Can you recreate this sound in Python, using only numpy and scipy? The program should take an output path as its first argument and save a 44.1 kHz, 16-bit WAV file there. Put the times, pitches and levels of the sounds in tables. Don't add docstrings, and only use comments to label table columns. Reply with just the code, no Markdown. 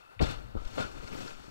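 import sys
import numpy as np
from scipy import signal
from scipy.fft import rfft, irfft, next_fast_len
from scipy.io import wavfile
from scipy.ndimage import map_coordinates

SR = 44100
rng = np.random.default_rng(int(sys.argv[2]) if len(sys.argv) > 2 else 0)


def volts(x):
    e = np.asarray(x, float) / 20
    return 10 ** e


def generate_wav(sig):
    pcm = np.round(np.clip(np.atleast_2d(sig).T, -1, 1) * 32767).astype(np.int16)
    wavfile.write(sys.argv[1], SR, pcm)


N = 66150


def unit(x):
    return x / np.sqrt(np.mean(x ** 2) + 1e-20)


def along(points, hz):
    f, v = np.transpose(points)
    return np.interp(np.log(hz + 1), np.log(f + 1), v)


def curve(rows):
    s, *cols = np.transpose(rows)
    return [np.interp(np.arange(N) / SR, s, v) for v in cols]


def wobble(rate):
    return map_coordinates(rng.standard_normal(N // 40), [np.arange(N) * rate / SR])


def filtered(x, response):
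    m = next_fast_len(N + SR // 2)
    return irfft(rfft(x, m) * response(np.fft.rfftfreq(m, 1 / SR)), m)[..., :N]


def rush(spectrum):
    white = rng.standard_normal(N)
    return unit(filtered(white, lambda hz: volts(along(spectrum, hz)) * (hz > 8)))


def yard():
    # (frequency [Hz], level [dB])
    air_colour = [(60, -10), (150, -7), (400, 0.5), (900, 3.5), (1300, 0.5), (2600, -12.5), (5000, -17.5),
                  (9000, -26)]
    t = np.arange(N) / SR
    air = volts(-57.5 + wobble(47.9)) * rush(air_colour)
    whine_hz = 9500 + 70 * wobble(350)
    whine = volts(-80 + 3.6 * wobble(24)) * np.sin(2 * np.pi * np.cumsum(whine_hz) / SR)
    whine *= np.clip((0.6 - t) / 0.08, 0, 1)
    hiss_db = -82 - 10 * np.exp(-((t - 0.21) / 0.022) ** 4)
    return air + whine + volts(hiss_db) * rng.standard_normal(N)


def ground():
    # (time [s], level [dB])
    shake_levels = [(0, -69), (.15, -67), (.185, -60), (.21, -41), (.25, -36), (.3, -35), (.36, -37),
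                    (.45, -40.5), (.52, -47), (.56, -47), (.68, -48), (.72, -45), (.82, -43), (.9, -51),
                    (1.02, -53.5), (1.08, -53), (1.2, -51), (1.36, -54.5), (1.5, -51)]
    # (frequency [Hz], level [dB per Hz])
    soil_colour = [(18, 3.5), (30, 5.5), (70, -2), (110, -2), (160, -11.5), (400, -54.5)]
    rumble = unit(volts(0.92 * wobble(23.3)) * rush(soil_colour))
    return volts(curve(shake_levels)[0]) * rumble


def rubble():
    # (time [s], level [dB], dust over stones [dB])
    rubble_levels = [(.55, -71, 0), (.635, -63.5, 8.5), (.655, -52, -2), (.76, -43.5, 0.5),
                     (.9, -50.5, -1.5), (.98, -46.5, -3.5), (1.07, -44.5, -2.5), (1.14, -40, -4.5),
                     (1.21, -39.5, -3), (1.3, -44, 0), (1.35, -51, 0.5), (1.5, -52, -1.5)]
    # (frequency [Hz], level [dB per Hz])
    dust_colour = [(500, -27), (1100, -1.5), (2000, -6.5), (4000, -9), (6000, -7.5), (9000, -18),
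                   (15500, -30)]
    stones_per_s, stone_hz, ring_cycles = 2500, 700, 2.74
    draw = rng.random((int(stones_per_s * N / SR), 2))
    t = np.arange(700) / SR
    spread = np.exp(0.68 * rng.standard_normal(len(draw)))
    hz = np.clip(stone_hz * spread, 190, 12000)[:, None]
    size = volts(-2.5 * np.log(draw[:, 1:] + 0.033)) * (stone_hz / hz) ** 0.28
    knock = size * np.sin(2 * np.pi * hz * t) * np.exp(-2 * t * hz / ring_cycles)
    at = (draw[:, :1] * N).astype(int) + np.arange(len(t))
    stones = unit(np.bincount(at.ravel(), knock.ravel())[:N])
    level_db, dust_db = curve(rubble_levels)
    start = np.clip((np.arange(N) / SR - rubble_levels[0][0]) / 0.012, 0, 1)
    mix = volts(1) * stones + volts(-6 + dust_db) * rush(dust_colour)
    return start * volts(level_db + 1.05 * wobble(70.08)) * mix


def rings():
    # (time [s], peak [dB], pitch [Hz], swell [s], time to fall 60 dB [s])
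    ring_table = [(.1640, -41, 104, .006, 0.35), (.7800, -22, 520, 0.0027, 0.078),
                  (.8070, -23, 1460, 0.0067, .13), (.2060, -24.5, 480, 0.0015, 0.118),
                  (.2070, -27, 705, 0.0018, .12), (.5710, -42.5, 1200, .004, 0.13),
                  (0.56, -48, 1300, .01, .4), (.5520, -33.5, 615, .001, 0.027),
                  (.7200, -38.5, 114, .008, 0.14), (1.0750, -48, 75, .006, .15),
                  (1.3, -43, 124, 0.0046, 0.12), (1.2050, -39, 110, .008, 0.19),
                  (1.2500, -39, 133, .005, 0.11), (.4700, -43.5, 210, .01, .2)]
    t, out = np.arange(N) / SR, np.zeros(N)
    drift = np.cumsum(0.02004 * wobble(60)) / SR
    for s, db, hz, swell, t60 in ring_table:
        since = np.maximum(t - s, 0)
        loudness = volts(db - 60 * since / t60) * (1 - np.exp(-since / swell))
        out += loudness * np.sin(2 * np.pi * hz * (t - s + drift))
    return out


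def cracks():
    # (time [s], peak [dB], pitch [Hz], width over pitch [ratio], time to fall 60 dB [s])
    crack_table = [(.1930, -24, 2200, 0.41, 0.047), (.1960, -45, 3400, 0.37, 0.15),
                   (.2040, -52, 7700, .07, 0.037), (.2120, -53, 11000, 1.2, .03),
                   (.2245, -35.5, 11500, 1.6, 0.026), (.2966, -45, 9000, 1, 0.027),
                   (.2080, -29, 500, 0.23, 0.13), (0.208, -21, 700, 0.25, 0.13),
                   (0.193, -45, 3730, 0.12, 0.11), (0.216, -32.5, 4500, 0.39, 0.24),
                   (.2500, -39, 3380, 1.1, 0.05), (.02, -57.5, 2643, 0.055, 1),
                   (0.213, -40, 5930, .9, 0.025), (0.222, -29.5, 5440, 0.051, 0.074),
                   (0.23, -32.5, 3580, 0.082, 0.13), (0.313, -32, 5500, 2.4, 0.013),
                   (0.551, -32, 680, 0.87, 0.037), (0.553, -49, 1290, 0.2, 0.08),
                   (.5710, -42, 1290, 0.12, 0.13), (0.586, -49, 1280, 0.2, 0.15),
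                   (0.6495, -37, 3870, 1.2, 0.036), (0.677, -39, 5260, 0.8, 0.031),
                   (0.781, -26, 700, 1, 0.16), (0.778, -34, 3520, 1.1, .05), (.8050, -32, 4020, 1.2, .05),
                   (.8380, -36.5, 1290, .25, 0.14), (1.1300, -51.5, 13100, 0.65, 0.44),
                   (.2240, -32, 4500, 0.42, 0.068), (0.800, -25.5, 624, .3, 0.13),
                   (1.0250, -31.5, 296, 0.72, 0.18), (1.207, -31.5, 260, 0.62, 0.26),
                   (1.259, -32, 268, 0.36, 0.091), (1.0747, -34, 2200, 0.27, 0.038),
                   (1.077, -36.5, 4300, 0.57, .03), (1.1260, -34, 2200, .4, 0.062),
                   (1.279, -33, 1560, .25, .04), (1.3100, -33, 700, 2.3, 0.035),
                   (1.2775, -33, 4370, .4, 0.028), (1.3050, -37, 2930, 1.2, 0.028)]
    t, out = np.arange(N) / SR, np.zeros(N)

    def split_noise(hz, wide):
        def band(f):
            resonance = 1j * f * wide * hz / (hz * hz - f * f + 1j * f * wide * hz)
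            return resonance ** 2 / (1 + 1j * f / hz / 2) ** 2
        return unit(filtered(rng.standard_normal(N), band))

    for s, db, hz, wide, t60 in crack_table:
        attack = np.clip((t - s) / 0.00041, 0, 1)
        fade = volts(db - 11.0 - 60 * np.maximum(t - s, 0) / t60)
        out += fade * attack * split_noise(hz, wide)
    return out


def bursts():
    # (time [s], level [dB], hold [s], time to fall 60 dB [s], treble [dB])
    burst_table = [
        (-.0200, -61.5, 0.029, 0.094, 4),
        (0.082, -63.5, 0.052, .15, 1),
        (0.198, -27.5, 0.032, 0.11, -2.5),
        (0.244, -37.5, 0.06, 0.24, 2.5),
        (0.283, -51, 0.11, 2.25, -3),
        (0.558, -39.5, 0.018, 0.061, -16),
        (0.578, -51.5, 0.047, 0.42, -6.5),
        (0.77, -33, 0.042, 0.27, -1),
        (1.468, -64, 0.017, 0.17, -1),
    ]
    # (frequency [Hz], level [dB per Hz])
    roar_colour = [(50, -50), (130, 0.5), (300, -2.5), (600, -4), (1000, -10.5), (1600, -25), (3000, -54)]
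    # (frequency [Hz], level [dB per Hz])
    hiss_colour = [(500, -7), (1100, 4), (2000, -2.5), (4000, -5.5), (6000, -10), (9000, -19.5),
                   (15500, -34.5)]
    t, low, high = np.arange(N) / SR, np.zeros(N), np.zeros(N)

    def shape(since, rise, hold, t60):
        attack = 1 - np.exp(-np.maximum(since, 0) / rise)
        return attack * volts(-60 * np.maximum(since - hold, 0) / t60)

    for s, db, hold, t60, treble_db in burst_table:
        low += volts(db) * shape(t - s, 0.0041, hold, t60)
        high += volts(db + treble_db) * shape(t - s - 0.011, 0.0024, hold, t60)
    roar = unit(volts(1.4 * wobble(119.4)) * rush(roar_colour))
    hiss = unit(volts(1.1 * wobble(200)) * rush(hiss_colour))
    return low * roar + volts(-8) * high * hiss


def pushes():
    # (time [s], peak [dB], half length [ms],
    # suction over push volume [ratio, + suction after, - before])
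    push_table = [(0.201, -28.5, 2.9, 3.5), (0.2062, -18, 0.36, 1.5), (0.2132, -16, 0.4, 0),
                  (0.2148, -17, 0.45, 1.5), (0.2203, -13.5, 1.3, 1.2), (0.2262, -10, 0.622, 1.2),
                  (0.2330, -14.5, 2.86, 0.5), (.2465, -19.5, .4, -0.5), (0.250, -22.5, 0.86, 0.5),
                  (0.2735, -28.5, 1.5, -2), (.5485, -29.5, 1.17, 0.7), (.5532, -25, .5, 2.8),
                  (.5624, -25, .55, 2.1), (0.5726, -24.5, 4.5, 0.85), (.6080, -35, 3.4, 1.8),
                  (.6640, -24.5, 7.7, -0.47), (0.7826, -20.5, 0.2, -0.8), (.7898, -25.5, 0.28, 0.9),
                  (.8005, -21.5, 0.19, 1), (0.8043, -24, 0.5, 1.7), (.850, -32, 0.84, 2),
                  (.9500, -41, 5.3, 2.5), (.9930, -42, 2.8, 6.5), (1.0500, -33.5, 3.1, 0.5),
                  (1.153, -26.5, 0.35, 2), (1.337, -43, 11, 2.5), (1.482, -37, 0.56, 2.4)]
    gap, widening = 3.1, 2.06
    t, out = np.arange(N) / SR, np.zeros(N)

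    def hump(s, ms):
        return np.exp(-((t - s) * 1000 / ms) ** 2)

    for s, db, ms, side in push_table:
        trough_s = s + np.sign(side) * gap * ms / 1000
        trough = abs(side) / widening * hump(trough_s, widening * ms)
        out += volts(db) * (hump(s, ms) - trough)
    return out


def housing(sound):
    # (frequency [Hz], width [Hz], boost [dB, negative = cut])
    case_modes = [(1379, 164, 8.5), (2200, 67, 0.5), (2694, 620, 6), (3600, 194, 5), (4500, 700, 6.5),
                  (5510, 190, 4.5), (6300, 190, 2.5), (7700, 550, 6), (9940, 190, -17), (11930, 200, 4.5),
                  (13600, 300, 4),
                  (1077, 45, -2), (1620, 1100, 0), (3220, 36, -14), (3845, 82, -10.5), (4903, 380, -17),
                    (5800, 430, -9), (7220, 230, -17), (7890, 140, -9), (9620, 200, 0.5)]

    def case(f):
        response = 1
        for c, w, db in case_modes:
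            response = response * (1 + (volts(db) - 1) * 1j * f * w / (c * c - f * f + 1j * f * w))
        return response

    return filtered(sound, case)


def scene():
    airborne = yard() + rubble() + cracks() + bursts() + pushes()
    mono = housing(airborne) + ground() + rings()
    return np.array([mono, mono])


def second_channel(sound):
    # (frequency [Hz], level [dB])
    copy_levels = [(60, -93), (95, -37), (140, -10.5), (200, -6), (500, -6), (1300, -7), (4000, -13.5),
                   (15000, -28)]
    # (frequency [Hz], lead [radians])
    copy_leads = [(80, 0.48), (200, -0.2), (300, -0.29), (900, -0.33), (3000, -0.59), (15000, -0.55)]
    # (frequency [Hz], level [dB])
    blur_levels = [(30, -44), (100, -46), (300, -18.5), (1000, -15.5), (2000, -10.5), (5000, -19),
                   (15000, -34)]
    z = signal.stft(sound, nperseg=256)[2]
    random_turn = np.exp(2j * np.pi * rng.random(z.shape))
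    scrambled = signal.istft(z * random_turn, nperseg=256)[1][:N]
    blur = filtered(scrambled, lambda hz: volts(along(blur_levels, hz)))
    copy = filtered(sound, lambda hz: -volts(along(copy_levels, hz)) * np.exp(1j * along(copy_leads, hz)))
    return copy + blur


def band_limit(x):
    return signal.sosfilt(signal.butter(12, 15760, fs=SR, output="sos"), x)


def record(dry):
    pair = np.array([dry[0], second_channel(dry[1])])
    mix = filtered(pair, lambda hz: hz < 15760)
    return band_limit(mix)


dry = scene()
out = record(dry)
generate_wav(out)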